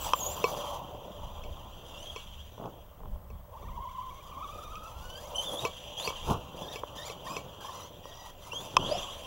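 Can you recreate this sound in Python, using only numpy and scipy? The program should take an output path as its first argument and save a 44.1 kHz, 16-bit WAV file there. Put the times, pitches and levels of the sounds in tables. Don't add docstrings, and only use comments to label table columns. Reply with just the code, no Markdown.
import sys
import numpy as np
from scipy import signal
from scipy.fft import rfft, irfft, next_fast_len
from scipy.io import wavfile
from scipy.ndimage import uniform_filter1d

SR = 44100
rng = np.random.default_rng(int(sys.argv[2]) if len(sys.argv) > 2 else 0)


def transcribe(signal):
    frames = np.atleast_2d(signal).T
    limited = np.clip(frames, -1, 1)
    pcm = np.round(limited * 32767).astype(np.int16)
    wavfile.write(sys.argv[1], SR, pcm)


def attenuation_scalar(level_db):
    decades = np.asarray(level_db, float) / 20
    return 10 ** decades


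N = 408366


def shape(table, hz):
    f, db = np.transpose(table)
    return np.interp(np.log(np.maximum(hz, 1)), np.log(f), db, left=-80, right=-60)


def colour(x, table, lo, hi):
    n = next_fast_len(N)
    hz = np.arange(n // 2 + 1) * SR / n
    s = rfft(x, n) * attenuation_scalar(shape(table, hz))
    band = s[(hz > lo) & (hz < hi)]
    return irfft(s, n)[:N] * np.sqrt(n * N) / np.sqrt(2 * np.sum(np.abs(band) ** 2))


def walk(rate):
    k = int(SR / rate)
    held = np.repeat(rng.standard_normal(N // k + 1), k)
    return 1.3 * uniform_filter1d(uniform_filter1d(held, k), k)[:N]


def flutter(lo, hi):
    band = signal.butter(1, [lo, hi], "band", fs=SR, output="sos")
    x = signal.sosfilt(band, rng.standard_normal(N))
    return x / np.std(x)


def grit(per_s, share_db, flicker_db):
    size = rng.standard_normal(N) * attenuation_scalar(1.3 * rng.exponential(size=N))
    clicks = (rng.random(N) < per_s / SR) * size
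    noise = rng.standard_normal(N) + attenuation_scalar(share_db) * clicks / np.std(clicks)
    return noise * attenuation_scalar(flicker_db * walk(70))


def curve(table, fade_s):
    s, *columns = np.transpose(table)
    t = np.arange(N) / SR
    on = (t >= s[0]) & (t <= s[-1])
    fade = np.clip(np.minimum(t[on] - s[0], s[-1] - t[on]) / fade_s, 0, 1)
    return on, [np.interp(t[on], s, c) for c in columns], fade


def swells(rows):
    t = np.arange(0, N + 64, 64) / SR
    power = np.zeros(len(t))
    for s, db, rise_s, fall_s in rows:
        away = np.where(t < s, (s - t) / rise_s, (t - s) / fall_s)
        power += attenuation_scalar(db - 20 * away) ** 2
    return np.interp(np.arange(N) / SR, t, np.sqrt(power))


# frequency in Hz, level in dB per Hz.
HISS = [(59, -4), (100, 1), (265, -33), (511, -38), (580, -11.5), (780, -29), (1070, -19), (1600, -27),
        (3160, -36), (4430, -39), (12300, -38), (13600, -31), (15800, -25)]
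# frequency in Hz, level in dB.
CIRCUIT = [(14147, -73.5), (15735, -70), (15722, -79)]


def camera():
    out = attenuation_scalar(-73) * colour(rng.standard_normal(N), HISS, 2900, 13260)
    t = np.arange(N) / SR
    for hz, db in CIRCUIT:
        out += np.sqrt(2) * attenuation_scalar(db + .8 * walk(20)) * np.sin(2 * np.pi * hz * t)
    return out


# peak time in seconds, peak in dB, rise and fall in seconds over 20 dB.
GUSTS = [(.31, -47, 2.5, 1.5), (1.26, -40.5, .16, 0.75), (1.5, -41, .5, 0.1), (2.27, -48, 2, 1.2),
         (3.12, -38, .15, 0.16), (3.33, -40.5, .2, 0.34), (3.69, -39.5, .16, 0.2), (3.8, -48.5, .2, .9),
         (4.54, -46, 0.44, 1.4), (5.0, -40, .12, .25), (6.3, -39, .1, .12), (6.3, -51, 2.5, 1.5),
         (8.79, -46, .13, 1)]
# frequency in Hz, level in dB per Hz.
GUST = [(12, -36), (20, 7.5), (38, -2.5), (65, 3), (140, -16.5), (216, -14.5), (300, -47), (390, -49),
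        (660, -120)]


def wind():
    breeze_db = -56.5
    lumps = rng.standard_normal(N) * attenuation_scalar(2.0 * walk(11))
    return np.hypot(swells(GUSTS), attenuation_scalar(breeze_db)) * colour(lumps, GUST, 19.0, 130)


def yard(x):
    lag = SR * .0006 * (1 + .35 * walk(14))
    bounce = np.interp(np.arange(N) - lag, np.arange(N), x)
    t = np.arange(SR // 4) / SR
    tail = rng.standard_normal(len(t)) * 1000 ** (-t / 0.27) * (t > .008)
    scatter = signal.fftconvolve(x, tail / np.linalg.norm(tail))[:N]
    return x + .4 * bounce + attenuation_scalar(-11) * scatter


# frequency in Hz, width in Hz, lift in dB.
HOUSING = [(2750, 120, 4), (4700, 250, 4), (5300, 200, -8), (5950, 250, 7), (6900, 200, 5), (7400, 200, 6),
           (8250, 400, -8), (8800, 250, 5), (9300, 200, 4), (9700, 200, -7), (10700, 500, 5),
           (12400, 400, -6)]


def housing(x):
    n = next_fast_len(N)
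    hz = np.arange(n // 2 + 1) * SR / n
    lift_db = sum(db / (1 + (2 * (hz - f) / width) ** 2) for f, width, db in HOUSING)
    return irfft(rfft(x, n) * attenuation_scalar(lift_db), n)[:N]


def strike(events, modes):
    out, t = np.zeros(N + SR), np.arange(SR // 4) / SR
    hz, db, t60 = np.array(modes).T[:, :, None]
    chance = rng.standard_normal((len(events), 2, len(modes), 1))
    for (s, peak_db, bright_db), (pitch, size) in zip(events, chance):
        gain = attenuation_scalar(db + size + bright_db * (hz > 2000)) * (1 - np.exp(-t * hz / 1.8))
        tones = np.sin(2 * np.pi * hz * (1 + .002 * pitch) * t)
        ring = np.sum(gain * tones * 1000 ** (-t / t60), axis=0)
        start = int(s * SR)
        out[start:start + len(t)] += attenuation_scalar(peak_db) * ring / np.max(np.abs(ring))
    return out[:N]


# time in seconds, peak in dB, brightness in
# dB.
TICKS = [(2.578, -45, -20), (2.641, -33, -40), (3.004, -44, -30), (3.034, -38, -33), (3.057, -41, -21),
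         (3.159, -45, -26), (5.999, -60, -20), (6.835, -22, -45), (7.206, -47, -20), (8.055, -33, -45),
         (8.531, -32, -18)]
MORE_TICKS = [(2.58, -38, -40), (2.612, -38, -40), (5.533, -33, -30), (5.999, -27, 6), (6.105, -27, -40),
              (6.125, -34, -40), (6.3, -24, -20), (6.345, -30, -40), (5.84, -40, -4), (5.92, -38, 2),
              (.548, -32, -15), (.672, -36, 0), (8.533, -34, -30)]
# frequency in Hz, level in dB, t60 in seconds.
PEBBLE = [(520, 0, 0.011), (1000, 1.5, 0.0094), (3100, 6.5, 0.0062)]


def pebbles():
    return strike(TICKS, PEBBLE) + strike(MORE_TICKS, PEBBLE)


# time in seconds, peak in dB, brightness in dB.
LANDINGS = [
    (6.285, -30, 0),
    (6.315, -30, 0),
    (8.79, -35, 0),
]
# frequency in Hz, level in dB, t60 in seconds.
TURF = [(98, 0, 0.15), (392, -5, 0.11)]


def landings():
    return strike(LANDINGS, TURF)


# time in seconds, peak in dB, brightness in dB.
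KNOCKS = [
    (.1345, -9, -13.5),
    (8.7679, -4, -9),
]
TOUCHES = [
    (.1338, -24, 0),
    (8.7668, -13, 8),
    (4.755, -36, 14),
    (2.657, -42, -4),
]
# frequency in Hz, level in dB, t60 in seconds.
RAMP = [(552, -2, 0.017), (1046, 3.5, 0.02), (1157, -7.5, 0.042), (2600, 4.5, 0.012), (3150, 6, 0.014),
        (5280, -3, 0.012), (5960, -0.5, 0.0092), (7700, -12, 0.0071), (11000, -17.5, 0.0056)]


def ramp_knocks():
    return strike(KNOCKS, RAMP) + strike(TOUCHES, RAMP)


# time in seconds, peak in dB, brightness in dB.
TRIGGER = [
    (0.441, -11, -12),
    (1.437, -40, 5),
    (2.161, -27.5, -7),
    (3.302, -40.5, -14.5),
    (4.755, -44, -2),
    (5.651, -16.5, -9),
    (6.075, -18.5, -6.5),
    (6.758, -27, -6),
    (7.099, -29, -6.5),
    (7.366, -22.5, -6.5),
]
# frequency in Hz, level in dB, t60 in seconds.
GRIP = [(457, 10.5, 0.023), (1030, -0.5, 0.048), (1130, -12, 0.16), (2590, 9, 0.021), (5420, -8.5, 0.045),
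        (5930, 1.5, 0.014)]
SPRING = [(2288, -6, .13), (4282, -15, .14), (7418, -19, .15)]


def trigger():
    return strike(TRIGGER, GRIP + SPRING)


# time in seconds, tyres in dB, looseness of the shafts in dB over the tyres.
ROLLING = [(0, -54.5, 1.5), (.66, -45, -9.5), (.9, -48, -11.5), (2.0, -57.5, -1), (2.2, -61.5, 6.5),
           (2.66, -62.5, -1), (3.2, -60.5, -20), (4.05, -68, 1.5), (4.62, -59, -7.5), (5.1, -61, -8.5),
           (5.52, -47.5, -11), (5.72, -55, 3.5), (6.25, -53, 4), (6.5, -52.5, -5.5), (7.5, -54, -4),
           (8.56, -64.5, 0), (8.92, -45.5, 0), (9.26, -57, 2)]


def rolling():
    _, (roll_db, loose_db), _ = curve(ROLLING, 1)
    return roll_db, roll_db + loose_db


# opening and closing in seconds, gear rasp in dB at opening and at closing.
THROTTLE = [(0, 0.779, -52, -58), (1.857, 2.204, -70, -65.5), (3.5, 5.198, -78, -62.5),
            (5.193, 5.685, -60.5, -53), (5.972, 6.11, -58, -51), (6.24, 6.342, -62, -48),
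            (6.56, 6.803, -62.5, -61), (6.95, 7.131, -59.5, -57.5), (7.242, 7.404, -58, -60),
            (7.603, 7.882, -61, -64), (8.037, 8.31, -70.5, -63), (8.4, 8.663, -64, -57.5),
            (8.655, 8.76, -62, -68), (8.787, 9.266, -67, -63)]


def throttle():
    load, pulling = np.zeros(N), np.zeros(N)
    for opens, closes, first_db, last_db in THROTTLE:
        on, (db,), fade = curve([(opens, first_db), (closes, last_db)], 0.0071)
        load[on] += attenuation_scalar(db - 0.5) * fade
        pulling[on] = 1
    return load, uniform_filter1d(pulling, SR // 20)


# frequency in Hz, level in dB per Hz.
TYRES = [(180, -23), (300, -32), (349, -19), (516, 6.5), (589, 9), (726, 1), (1050, 4), (1510, -20.5),
         (1970, -41), (2200, -44), (2860, -63), (4840, -120)]


def tyres(roll_db, pulling):
    return attenuation_scalar(roll_db + 4 * pulling) * colour(grit(per_s=300, share_db=-8, flicker_db=1.2), TYRES, 400, 800)


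# peak time in seconds, peak in dB, rise and fall in seconds over 20 dB.
THUDS = [(.44, -45.5, .2, 0.3), (.6, -54, 5, 3.5), (1.85, -59, 0.18, 0.1), (3.03, -59, 0.092, .3),
         (2.655, -41.5, 0.084, 0.09), (2.6, -50, .04, .2), (6.35, -42, .05, .1), (3.63, -60, .12, 0.7),
         (4.38, -59, 0.76, 5), (5.54, -47.5, 0.12, 0.03), (5.65, -43, .05, 0), (6.09, -44.5, 0.053, 0),
         (6.312, -28.5, 0.062, .062), (6.62, -50, .4, 0.3), (7.3, -54, 1.4, .5), (7.37, -49, 0.1, 0.1),
         (8.54, -50.5, 0.054, 0.5), (7.8, -59, 3.5, 5), (8.79, -39.5, 0.068, 0.2), (8.93, -45, .15, .1)]
# frequency in Hz, level in dB per Hz.
THUD = [(60, -38), (120, 4.5), (250, -3.5), (450, -1), (900, -1), (1500, -18.5)]


def chassis(roll_db):
    level = np.hypot(swells(THUDS), attenuation_scalar(roll_db - 10))
    return level * colour(grit(per_s=160, share_db=-3.5, flicker_db=2.5), THUD, 115, 490)


# frequency in Hz, level in dB per Hz.
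RATTLE = [(1060, -16), (1800, -17.5), (2140, -21), (3240, 3), (4260, -23), (6070, -17), (7110, -19.5),
          (8110, -28), (9030, -27.5), (9730, -26), (10700, -26), (13000, -28)]


def shafts(rattle_db, pulling):
    rattle = colour(grit(per_s=900, share_db=-6.5, flicker_db=1.76), RATTLE, 3000, 4900)
    return attenuation_scalar(rattle_db + 2.5 * pulling) * rattle


# frequency in Hz, level in dB per Hz.
RASP = [(470, -2.5), (800, -1), (1070, 0.5), (1510, -16.5), (1990, -24), (2170, -22.5), (3320, -9),
        (4210, -21), (5140, -16.5), (5970, -15.5), (7200, -20.5), (8150, -23.5), (10600, -23),
        (15800, -21.5)]


def gears(load):
    return load * colour(grit(per_s=1500, share_db=-3, flicker_db=2.5), RASP, 4260, 7900)


def truck():
    roll_db, rattle_db = rolling()
    load, pulling = throttle()
    return tyres(roll_db, pulling) + chassis(roll_db) + shafts(rattle_db, pulling) + gears(load)


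# peak time in seconds, peak in dB, rise and fall in seconds over 20 dB.
REVS = [
    (.03, -52, .3, .3),
    (.25, -46.5, .35, .5),
    (.7, -62, .4, .2),
    (5.58, -61, .5, .12),
    (6.06, -59, .2, .1),
    (6.315, -57, .12, .05),
]
# frequency in Hz, level in dB per Hz.
AIR = [(9000, -30), (10700, -10), (12400, -16), (13500, 0), (14500, 0), (15800, -3)]


def rotor_air():
    return swells(REVS) * colour(grit(per_s=900, share_db=-6, flicker_db=2.5), AIR, 12000, 16000)


# time in seconds, tooth rate in Hz, effort in dB at the source.
FAR_PULLS = [
    [(0, 8000, -33), (.04, 7600, -30.5), (.07, 7900, -40), (.09, 7800, -60), (.145, 7400, -55),
     (.16, 7300, -33), (.195, 7200, -32), (.215, 6650, -29), (.26, 6700, -29), (.3, 7150, -33),
     (.35, 7300, -35)],
    [(1.86, 2900, -57), (1.98, 2750, -41), (2.05, 3250, -37), (2.17, 3300, -47)],
    [(3.52, 1000, -54), (3.65, 1020, -44), (4.0, 1050, -43), (4.3, 1100, -47), (4.5, 1200, -40),
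     (4.75, 1250, -43.5), (4.95, 1325, -49.5), (5.09, 1480, -46), (5.16, 1550, -40), (5.2, 1700, -43)],
    [(5.195, 1690, -50), (5.235, 2000, -52), (5.26, 2150, -42), (5.285, 2400, -52), (5.335, 2760, -56),
     (5.355, 3000, -30), (5.42, 3150, -30), (5.46, 3600, -38), (5.5, 3350, -36), (5.57, 3350, -32),
     (5.6, 3700, -36), (5.65, 3850, -35)],
    [(5.97, 3200, -38.5), (6.0, 3300, -27), (6.05, 4500, -31.5), (6.1, 4850, -43)],
]
# time in seconds, tooth rate in Hz, effort in dB at the source.
NEAR_PULLS = [
    [(6.56, 1600, -62), (6.61, 1650, -54), (6.65, 1690, -47), (6.685, 1720, -45), (6.715, 1880, -46.5),
     (6.75, 1700, -45), (6.8, 1650, -57)],
    [(6.945, 1750, -56), (6.965, 2200, -50), (6.975, 1700, -40), (7.0, 1800, -41), (7.04, 1950, -39),
     (7.07, 2400, -36), (7.1, 2000, -44), (7.118, 2330, -44), (7.132, 1700, -48)],
    [(7.25, 1550, -54), (7.27, 1650, -34), (7.285, 2320, -41), (7.305, 2480, -37), (7.35, 2560, -37),
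     (7.365, 2500, -42), (7.385, 1950, -42)],
    [(7.6, 1600, -52), (7.63, 1560, -44), (7.67, 1750, -45), (7.7, 1700, -46), (7.73, 1930, -47),
     (7.77, 2070, -46), (7.81, 1920, -44), (7.855, 2100, -48), (7.89, 2100, -58)],
    [(8.03, 1900, -50.5), (8.12, 1900, -48), (8.2, 1960, -46), (8.31, 1900, -49)],
    [(8.42, 2000, -50), (8.5, 2150, -50), (8.52, 2750, -35.5), (8.56, 3200, -30), (8.65, 3750, -43)],
    [(8.702, 6500, -40), (8.717, 5300, -40), (8.722, 5800, -60), (8.73, 5600, -42), (8.742, 4200, -42)],
    [(8.79, 2750, -40.5), (8.865, 3450, -32), (8.885, 4050, -33.5), (8.925, 5000, -33.5), (8.98, 5600, -39),
     (9.02, 7000, -41), (9.12, 8600, -52), (9.26, 9300, -49)],
]
# time in seconds, lug rate in Hz, level in dB at the source.
LUGS = [
    [(6.0, 875, -54), (6.06, 1030, -44), (6.12, 1195, -41)],
    [(7.255, 1080, -40), (7.32, 1074, -40), (7.36, 1100, -50)],
    [(7.62, 1050, -53), (7.75, 1064, -49), (7.88, 1052, -55)],
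    [(8.85, 485, -41), (8.92, 642, -34), (8.97, 665, -37), (8.995, 520, -42)],
    [(9.0, 1098, -52), (9.08, 1080, -46.5), (9.2, 1053, -54)],
]
# second and third partial in dB over the first, roughness in % of pitch.
VOICES = [(0, -40, 1.7), (-14, -11, 1.62), (-3, -8.5, 0.5), (-8, -9, 1.85), (-8, -14, 2.2), (5.5, -4, 3),
          (1.5, -6, 2), (-3, -7, 1.2), (-5, -4, 2.54), (-6, -7, 1.8), (-10, -15, 1.3), (-30, -40, 1.5),
          (-13, -34, 1.2), (-30, -30, 3.8), (-30, -29, 1.4), (-30, -30, 5.5), (-5, -12, 2.3),
          (-30, -30, 5.9)]
# multiple of the tooth rate, level in dB under the third.
PARTIALS = [(4, -14), (5, -18), (6, -20), (7, -13), (8, -14), (9, -16)]
# multiple of the tooth rate, level in dB under the third.
SECOND_GEAR = [(1.46, -17), (2.53, -5), (3.4, -8)]


def motor():
    out, hold = np.zeros(N), int(.016 * SR)
    slow_hz, slow_dull_db = 1410, 10
    wobble = 0.064 * uniform_filter1d(flutter(9, 26), 300)
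    jitter = .01 * walk(450)
    throb = attenuation_scalar(2.5 * walk(60) + 4.5 * walk(220) - 2)
    throbs = [np.roll(throb, k * SR // 3) for k in range(3 + len(PARTIALS + SECOND_GEAR))]
    for pull, (second_db, third_db, rough) in zip(FAR_PULLS + NEAR_PULLS + LUGS, VOICES):
        on, (hz, effort_db), fade = curve(pull, 0.0045)
        grip = np.minimum(np.arange(len(hz)) // hold * hold + hold // 2, len(hz) - 1)
        stepped = uniform_filter1d(hz[grip], hold // 3)
        hz = np.where((hz > 1600) & (second_db > -20), stepped, hz)
        hz = hz * (1 + rough * jitter[on] + wobble[on] * np.clip((1150 / hz) ** 7, .1, 1))
        phase = 2 * np.pi * np.cumsum(hz) / SR
        dull_db = slow_dull_db * np.log2(np.clip(hz, 1000, slow_hz) / slow_hz)
        upper = PARTIALS + SECOND_GEAR * int(rough > 1.5)
        levels = [(1, 0), (2, second_db), (3, third_db)] + [(k, third_db + db) for k, db in upper]
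        depth = np.clip(rough / 1.65, .7, 1)
        for (k, db), throb in zip(levels, throbs):
            mesh_db = 0.77 * shape(RASP, np.minimum(k * hz, 15000))
            heard = attenuation_scalar(effort_db + db + (k > 1) * dull_db + mesh_db) * (k * hz < 15800)
            patchy = throb[on] ** (depth + .1 * (k > 1))
            out[on] += 1.31 * fade * heard * patchy * np.sin(k * phase)
    return out


def scene():
    port_lag_s, port_noise_db = 9e-6, -16.5
    distant = housing(yard(motor() + truck()))
    blows = trigger() + ramp_knocks() + landings() + pebbles()
    mid = distant + blows + rotor_air() + wind() + camera()
    slope = np.gradient(mid) * SR * port_lag_s / 2
    stray = np.diff(mid, n=2, prepend=[0, 0]) * walk(500)
    high = signal.butter(2, 700, "high", fs=SR)
    side = signal.filtfilt(*high, attenuation_scalar(port_noise_db) * stray - slope)
    return np.array([mid + side, mid - side])


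def top_cut(x):
    return signal.sosfilt(signal.butter(12, 16920, fs=SR, output="sos"), x)


def record(dry):
    low_pass = signal.ellip(8, .2, 50, 15860, fs=SR, output="sos")
    return top_cut(signal.sosfilt(low_pass, dry))


dry = scene()
out = record(dry)
transcribe(out)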